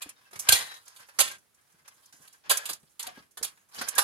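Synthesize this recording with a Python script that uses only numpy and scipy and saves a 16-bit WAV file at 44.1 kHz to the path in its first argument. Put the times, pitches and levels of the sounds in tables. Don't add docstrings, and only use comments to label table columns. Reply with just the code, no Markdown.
import sys
import numpy as np
from scipy import signal
from scipy.fft import rfft, irfft, next_fast_len
from scipy.io import wavfile
from scipy.ndimage import uniform_filter1d, map_coordinates

SR = 44100
rng = np.random.default_rng(int(sys.argv[2]) if len(sys.argv) > 2 else 0)


def volts(x):
    e = np.asarray(x, float) / 20
    return 10 ** e


def generate_wav(sig):
    pcm = np.round(np.clip(np.atleast_2d(sig).T, -1, 1) * 32767).astype(np.int16)
    wavfile.write(sys.argv[1], SR, pcm)


N = 177782
LOW_SPLIT_HZ, HIGH_SPLIT_HZ = 1800, 5500


def unit(x):
    return x / np.sqrt(np.mean(x ** 2))


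def shape(x, table, sign=1):
    hz, db = np.transpose(table)
    grid_hz = np.maximum(np.arange(N // 2 + 1) * SR / N, 1)
    gain_db = np.interp(np.log(grid_hz), np.log(hz), db)
    return irfft(rfft(x, N) * volts(sign * gain_db), N)


def butter(x, order, hz, kind):
    return signal.sosfilt(signal.butter(order, hz, kind, fs=SR, output="sos"), x)


def bands(x):
    edges = [(LOW_SPLIT_HZ, "low"), ((LOW_SPLIT_HZ, HIGH_SPLIT_HZ), "band"), (HIGH_SPLIT_HZ, "high")]
    return np.array([unit(butter(x, 2, hz, kind)) for hz, kind in edges])


def walk(rate_hz):
    hold = int(SR / rate_hz)
    steps = np.repeat(rng.standard_normal(N // hold + 1), hold)
    return 1.2 * uniform_filter1d(steps, hold)[:N]


# frequency in Hz, density in dB per Hz.
TUBE_COLOUR = [(150, -44.5), (300, -22.5), (550, -8), (1000, -4.5), (1600, 1), (3200, 2), (4200, 5.5),
               (6200, 8), (8000, 0), (10500, -0.5), (13000, -5), (15500, -15.5), (16600, -42.5)]


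def impacts(spread_db):
    size = volts(spread_db * rng.standard_normal(N))
    return np.array([bands(shape(size * rng.standard_normal(N), TUBE_COLOUR)) for _ in range(3)])


# start in seconds, treble peak in dB,
# bass re treble in dB, chatter time in ms, ring in dB.
RAIL_CLACKS = [(0.0201, -25.5, -11, 6.5, -10.5), (0.3319, -40.5, 3, 5.5, -1), (0.49, -0.5, -11, 4, -6.5),
               (0.5247, -1.5, -9.5, 3.5, -1.5), (0.9638, -40, -7.5, 5.5, 0), (1.2034, -6, -9, 6.9, -9),
               (1.278, -27, -25, 4.6, -5), (2.279, -40, -11, 3.4, -4.5), (2.4974, -10, -10.5, 9.5, -6.5),
               (2.5132, -13.5, 1, 4.9, -4), (2.657, -22, -9, 5.5, -3.5), (2.6924, -21, -7, 7.9, -5.5),
               (2.996, -23.5, -10, 6.5, -5), (3.0701, -26.5, -11.5, 3.97, -16), (3.3746, -31.5, -1, 4, 4),
               (3.4451, -22, -11, 5.1, -4.5), (3.8145, -26.5, 3.5, 5.6, -5), (3.9819, -8.5, -1, 6.7, -5)]
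# start in seconds, treble peak in dB,
# bass re treble in dB, chatter time in ms, ring in dB.
PAWL_DROPS = [
    (0.0935, -31.5, -27, 3.9, -6.5),
    (0.394, -22.5, -15.5, 6.7, -7.5),
    (0.5151, -18.5, -33.5, 3.1, 2),
    (2.573, -17, -22.5, 4.9, -25.5),
    (3.8868, -17.5, -18, 4.2, -9),
    (3.953, -29.5, -28, 4.7, -3),
]
# start in seconds, treble peak in dB,
# bass re treble in dB, chatter time in ms, ring in dB.
LATCH_SNAPS = [(0.3585, -37, -0.5, 5.3, -5.5), (0.4235, -42.5, -6, 3.5, 5.5), (0.7433, -39.5, 0.5, 2, 6),
               (0.8814, -39.5, -11, 3.2, -3.5), (1.1899, -12.5, -3.5, 5.8, -3),
               (1.315, -34.5, -3, 4.2, -4.5), (1.88, -40.5, -5, 5.3, -13.5), (2.0596, -46, -30, 3.97, -15),
               (2.1277, -43.5, -4.5, 3.5, 3), (2.7334, -27, -21, 3.6, -11.5),
               (3.03, -28.5, -12.5, 3.1, -7.5), (3.4295, -20, -14, 6.4, -10), (3.749, -41, -3.5, 2.3, 2),
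               (3.7799, -39, 1.5, 14, -5)]
# start in seconds, treble peak in dB, bass re treble in dB.
JOINT_TICKS = [(0.255, -62, -17.5), (0.312, -50, 0), (0.855, -49, -25), (1.0224, -55, -10),
               (1.088, -49, 3.5), (1.3839, -53, -6), (1.496, -72.5, -13.5), (1.5454, -56, -13.5),
               (1.6127, -60.5, -10.5), (1.675, -65, -15.5), (1.722, -56, -9), (1.7836, -65, -21.5),
               (1.858, -58, 4.5), (1.9402, -74, -12), (1.9659, -58, -13), (2.2197, -50, -16),
               (2.3286, -47, -27), (2.4581, -58.5, 5), (2.8803, -73, -14), (2.9173, -62, -19),
               (3.1555, -54, 2), (3.3119, -53.5, -29), (3.5744, -58.5, 3.5), (3.6964, -64.5, -19.5)]


def blows():
    knocks = []
    for table, mid_db in [(RAIL_CLACKS, 0), (PAWL_DROPS, -7), (LATCH_SNAPS, -24.5)]:
        knocks += [(s, db, mid_db, *rest) for s, db, *rest in table]
    tick_mid_db, tick_chatter_ms, tick_ring_db = -9, 5.5, -3.5
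    knocks += [(s, db, tick_mid_db, low_db, tick_chatter_ms, tick_ring_db) for s, db, low_db in JOINT_TICKS]
    return sorted(knocks)


# t60 in s of bass, middle, treble.
TUBE_T60_S = (.38, .33, .24)


def tube_ring():
    t = np.arange(next_fast_len(int(.3 * SR))) / SR
    modes = rfft(rng.standard_normal(len(t))) * volts(5.5 * rng.standard_normal(len(t) // 2 + 1))
    octave = np.log2(np.arange(1, len(modes) + 1) * SR / len(t) / LOW_SPLIT_HZ)
    low, high = np.clip(.5 - octave / 2, 0, 1), np.clip(octave / 2 - .3, 0, 1)
    share = np.clip([low, 1 - low - high, high], 0, 1)
    parts = irfft(modes * np.sqrt(share), len(t))
    decay = volts(-60 * t / np.array(TUBE_T60_S)[:, None])
    return (parts / parts.sum(axis=0).std() * decay).sum(axis=0) / np.sqrt(.03 * SR)


GRIPS_S = [.11, .785, 1.36, 2.755, 3.125, 3.21, 3.39, 3.49, 3.85, 3.915, 4.1]


def gripped(s, length):
    grip_t60_s = 0.157
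    after_s = np.arange(length) / SR + s - min(g for g in GRIPS_S if g > s)
    return volts(-60 * np.maximum(after_s, 0) / grip_t60_s)


# start in seconds, length in seconds, treble level in dB,
# change over the spell in dB, bass re treble in dB.
SHAKE_SPELLS = [(0.004, 0.097, -64, -11, 16.5), (0.113, .17, -73, 1.5, 6.5), (0.316, .14, -64, 8, 1.5),
                (.465, 0.16, -44, -1, 4.5), (0.661, 0.12, -49, -3.5, -3), (0.853, 0.32, -61, -1.5, 2),
                (1.214, .16, -70.5, -4, 6.5), (1.549, 0.27, -79.5, 7.5, 4), (1.845, .04, -73, -1.5, 15.5),
                (1.91, .43, -67, 3.5, 0), (2.434, 0.06, -81, 8, 21), (2.525, 0.18, -68, 14.5, 6.5),
                (2.792, 0.159, -71.5, 4, -7), (2.999, 0.091, -64, -3, 15), (3.136, 0.059, -60.5, 0, 3.5),
                (3.425, 0.06, -60, -3, 8), (3.504, 0.13, -63, -12, -1.5), (3.685, 0.065, -67.5, 13.5, 0.5),
                (3.75, 0.092, -52, 7, 3.5), (3.891, 0.11, -63, 8.5, 10.5)]


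def shaking():
    attack_s, release_s = 0.0052, 0.033
    t, power = np.arange(N) / SR, np.zeros((3, N))
    for s, length_s, db, change_db, low_db in SHAKE_SPELLS:
        gate = np.clip((t - s) / attack_s, 0, 1) * np.exp(-np.maximum(t - s - length_s, 0) / release_s)
        drift_db = change_db * np.clip((t - s) / max(length_s, .01), 0, 1)
        mid_db = -1.5 + 0.19 * low_db
        colour_db = np.array([[low_db], [mid_db], [0]])
        power += (gate * volts(db + drift_db) * volts(colour_db)) ** 2
    return np.sqrt(power)


def ladder():
    chatter, rattle = impacts(4.5), impacts(7.5)
    out = np.zeros((3, N + SR))
    for s, db, mid_db, low_db, ms, ring_db in blows():
        i = int((s - .003) * SR)
        u = np.arange(min(int(.06 * SR), N - i)) / (max(ms, .5) * SR / 1000)
        swell = (u * np.exp(1 - u)) ** 1.2
        band_db = db - 6.5 + np.array([low_db, mid_db, 0])
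        burst = swell * (volts(band_db) @ chatter[:, :, i:i + len(u)])
        out[:, i:i + len(u)] += burst
        ring_gain = volts(np.clip(ring_db, -30, 2.5))
        ring = ring_gain * signal.fftconvolve(burst, tube_ring()[None], axes=1)
        out[:, i:i + ring.shape[1]] += ring * gripped(s, ring.shape[1])
    jolts_db = 3.2 * walk(80) + 2.2 * np.array([walk(45) for _ in range(3)])
    shake = (volts(jolts_db) * shaking() * rattle).sum(axis=1)
    held_n = int(.04 * SR)
    held = tube_ring()[:held_n] * np.linspace(1, 0, held_n)
    held_ring = signal.oaconvolve(shake, held[None] / np.linalg.norm(held), axes=1)[:, :N]
    return out[:, :N] + .75 * shake + .65 * held_ring


# start in seconds, frequency in Hz, level in dB, t60 in seconds.
RUNG_PINGS = [(0.018, 2480, -38.5, 0.11), (.02, 7500, -33, 0.048), (.152, 3700, -69.5, 0.59),
              (.25, 2660, -65, 0.38), (.26, 1600, -57, 0.17), (.488, 1584, -20.5, 0.16),
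              (0.53, 3800, -29.5, 0.24), (0.53, 3900, -36.5, 0.8), (.525, 4100, -47.5, 0.25),
              (.525, 2383, -28.5, 0.17), (.525, 6000, -21, 0.13), (.522, 5400, -20.5, 0.11),
              (.55, 1900, -33.5, 0.25), (.55, 2035, -38.5, 0.5), (0.641, 1830, -52.5, 0.75),
              (1.305, 1600, -43.5, 0.21), (1.212, 6500, -42.5, 0.3), (0.84, 1370, -66.5, 0.39),
              (2.498, 1040, -27.5, 0.2), (2.505, 1640, -27.5, 0.16), (2.61, 1680, -43.5, 0.3),
              (3.07, 730, -38, 0.17), (3.036, 920, -46, 0.21), (2.206, 1060, -56.5, 0.064),
              (3.16, 1640, -55, 0.16), (3.4, 1530, -56, 0.15), (3.76, 3000, -42, 0.12),
              (3.957, 1640, -34.5, 0.6), (3.985, 820, -33.5, 0.4), (3.989, 1482, -33, 0.21)]


def rungs():
    out = np.zeros((2, N + SR))
    t = np.arange(int(.4 * SR)) / SR
    for s, hz, db, t60_s in RUNG_PINGS:
        flutter = 1 + .75 * unit(uniform_filter1d(rng.standard_normal((2, len(t))), 400))
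        turns = np.cumsum(rng.random((2, 1)) * [[1], [.35]], axis=0)
        decay = (1 - np.exp(-t / .004)) * volts(db - 60 * t / t60_s)
        tone = decay * flutter * np.sin(2 * np.pi * (hz * t + turns))
        i = int(s * SR)
        out[:, i:i + len(t)] += tone * gripped(s, len(t))
    return out[:, :N]


# start in seconds, peak in dB, frequency in Hz, rumble in dB,
# left minus right in dB.
GROUND_THUDS = [(0.059, -36.5, 295, -64, -1), (0.329, -44.5, 386, -75, -0.5), (0.359, -46, 103.5, -54, 2),
                (0.488, -37.5, 76.9, -55, -28), (0.525, -36.5, 68, -57, -25), (1.188, -46.5, 220, -60, -16),
                (1.257, -53, 100.9, -53, -5.5), (1.741, -54, 167, -79, 1), (2.139, -52, 304, -73, 1),
                (2.197, -49, 147, -68, 3), (2.489, -47.5, 290.6, -53.5, 0), (2.701, -42, 328.4, -57, 11),
                (2.83, -46.5, 154, -78, 2.5), (3.067, -48.5, 270, -57, -4), (3.172, -36, 280, -62.5, -0.5),
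                (3.411, -35, 453, -57.5, -4.5), (3.785, -44.5, 230, -50, -2.0), (3.977, -43, 295, -53, 5),
                (0.61, -57, 98, -56.5, -15), (3.195, -43.5, 179.6, -76, -1.5), (3.812, -34, 245, -59, -3),
                (1.36, -62, 110, -77, -5), (1.82, -60.5, 128, -80, -2.5), (1.0, -60, 128, -74, 0)]


def weight():
    rest_db, t60_s, rise_s = -80.5, .36, .015
    t = np.arange(N) / SR
    gain = np.full(N, volts(rest_db))
    for s, _, _, db, _ in GROUND_THUDS:
        gain += volts(db - 60 * np.maximum(t - s, 0) / t60_s) * np.exp(np.minimum(t - s, 0) / rise_s)
    return gain


def ground():
    out = np.zeros((2, N + SR))
    t = np.arange(int(.25 * SR)) / SR
    for s, db, hz, _, pan_db in GROUND_THUDS:
        soil = butter(rng.standard_normal(len(t)), 1, (hz / 1.7, hz * 1.7), "band")
        t60_s = .045 + 2.2 / hz
        decay = (1 - np.exp(-t / .004)) * volts(db - 60 * t / t60_s)
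        blow = (.5 * unit(soil) + .65 * np.sin(2 * np.pi * hz * t)) * decay
        i = int(s * SR)
        out[:, i:i + len(t)] += volts(np.array([[.5], [-.5]]) * pan_db) * blow
    rumble = butter(rng.standard_normal((2, N)), 2, (55, 400), "band")
    return out[:, :N] + volts(-5.0) * weight() * unit(rumble)


# start in seconds, length in seconds, start in Hz, end in Hz, level in dB.
BIRD_CALLS = [
    (2.791, .09, 8700, 8020, -72.5),
    (3.513, .14, 6860, 6560, -71),
]


def bird():
    out = np.zeros(N)
    for s, length_s, start_hz, end_hz, db in BIRD_CALLS:
        n, i = int(length_s * SR), int(s * SR)
        waver = 1 + .7 * unit(uniform_filter1d(rng.standard_normal(n), 200))
        phase = 2 * np.pi * np.cumsum(np.linspace(start_hz, end_hz, n)) / SR
        out[i:i + n] = volts(db) * np.hanning(n) ** .5 * waver * np.sin(phase)
    return out


# frequency in Hz, density in dB per Hz.
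YARD_COLOUR = [(20, -24), (40, -6), (100, 4), (300, -3), (1500, -2), (2600, -6), (5500, -8), (8500, -9),
               (10700, -8), (13000, -12), (15500, -12), (16500, -22)]


def yard():
    shared, left, right = (unit(shape(rng.standard_normal(N), YARD_COLOUR)) for _ in range(3))
    return volts(-71.5 + 1.3 * walk(15)) * (.5 * shared + .85 * np.array([left, right]))


# time in seconds, left minus right in dB.
LADDER_SIDE = [(0.0, 2), (0.16, 0.5), (0.31, -3.5), (0.64, 1.5), (1.12, -3.5), (1.45, -1), (3.57, -1),
               (4.03, -4.5)]


def scene():
    shared_power, left_lag_samples = .33, 11.8
    s, side_db = np.transpose(LADDER_SIDE)
    pan_db = np.interp(np.arange(N) / SR, s, side_db)
    common, *apart = ladder()
    common = np.sqrt(shared_power) * common + bird()
    late = map_coordinates(common, [np.arange(N) - left_lag_samples], order=1)
    near = np.array([late, common]) + np.sqrt(1 - shared_power) * np.array(apart) + rungs()
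    pan = volts(np.array([.5, -.5])[:, None] * (pan_db - pan_db.mean()))
    return near * pan + ground() + yard()


def top_cut(x):
    return signal.sosfilt(signal.butter(12, 16790, fs=SR, output="sos"), x)


# frequency in Hz, left minus right in dB.
PORT_COLOUR = [(60, -2), (1400, 0), (2400, 5), (3400, -1), (4400, -2), (5900, 2.5), (7500, -3), (9000, -10),
               (10800, -15), (12500, -7), (15500, -4)]


def record(dry):
    ports = np.array([shape(dry[0], PORT_COLOUR, sign=.5), shape(dry[1], PORT_COLOUR, sign=-.5)])
    ports = butter(ports, 1, 35, "high")
    return top_cut(np.tanh(ports))


dry = scene()
out = record(dry)
generate_wav(out)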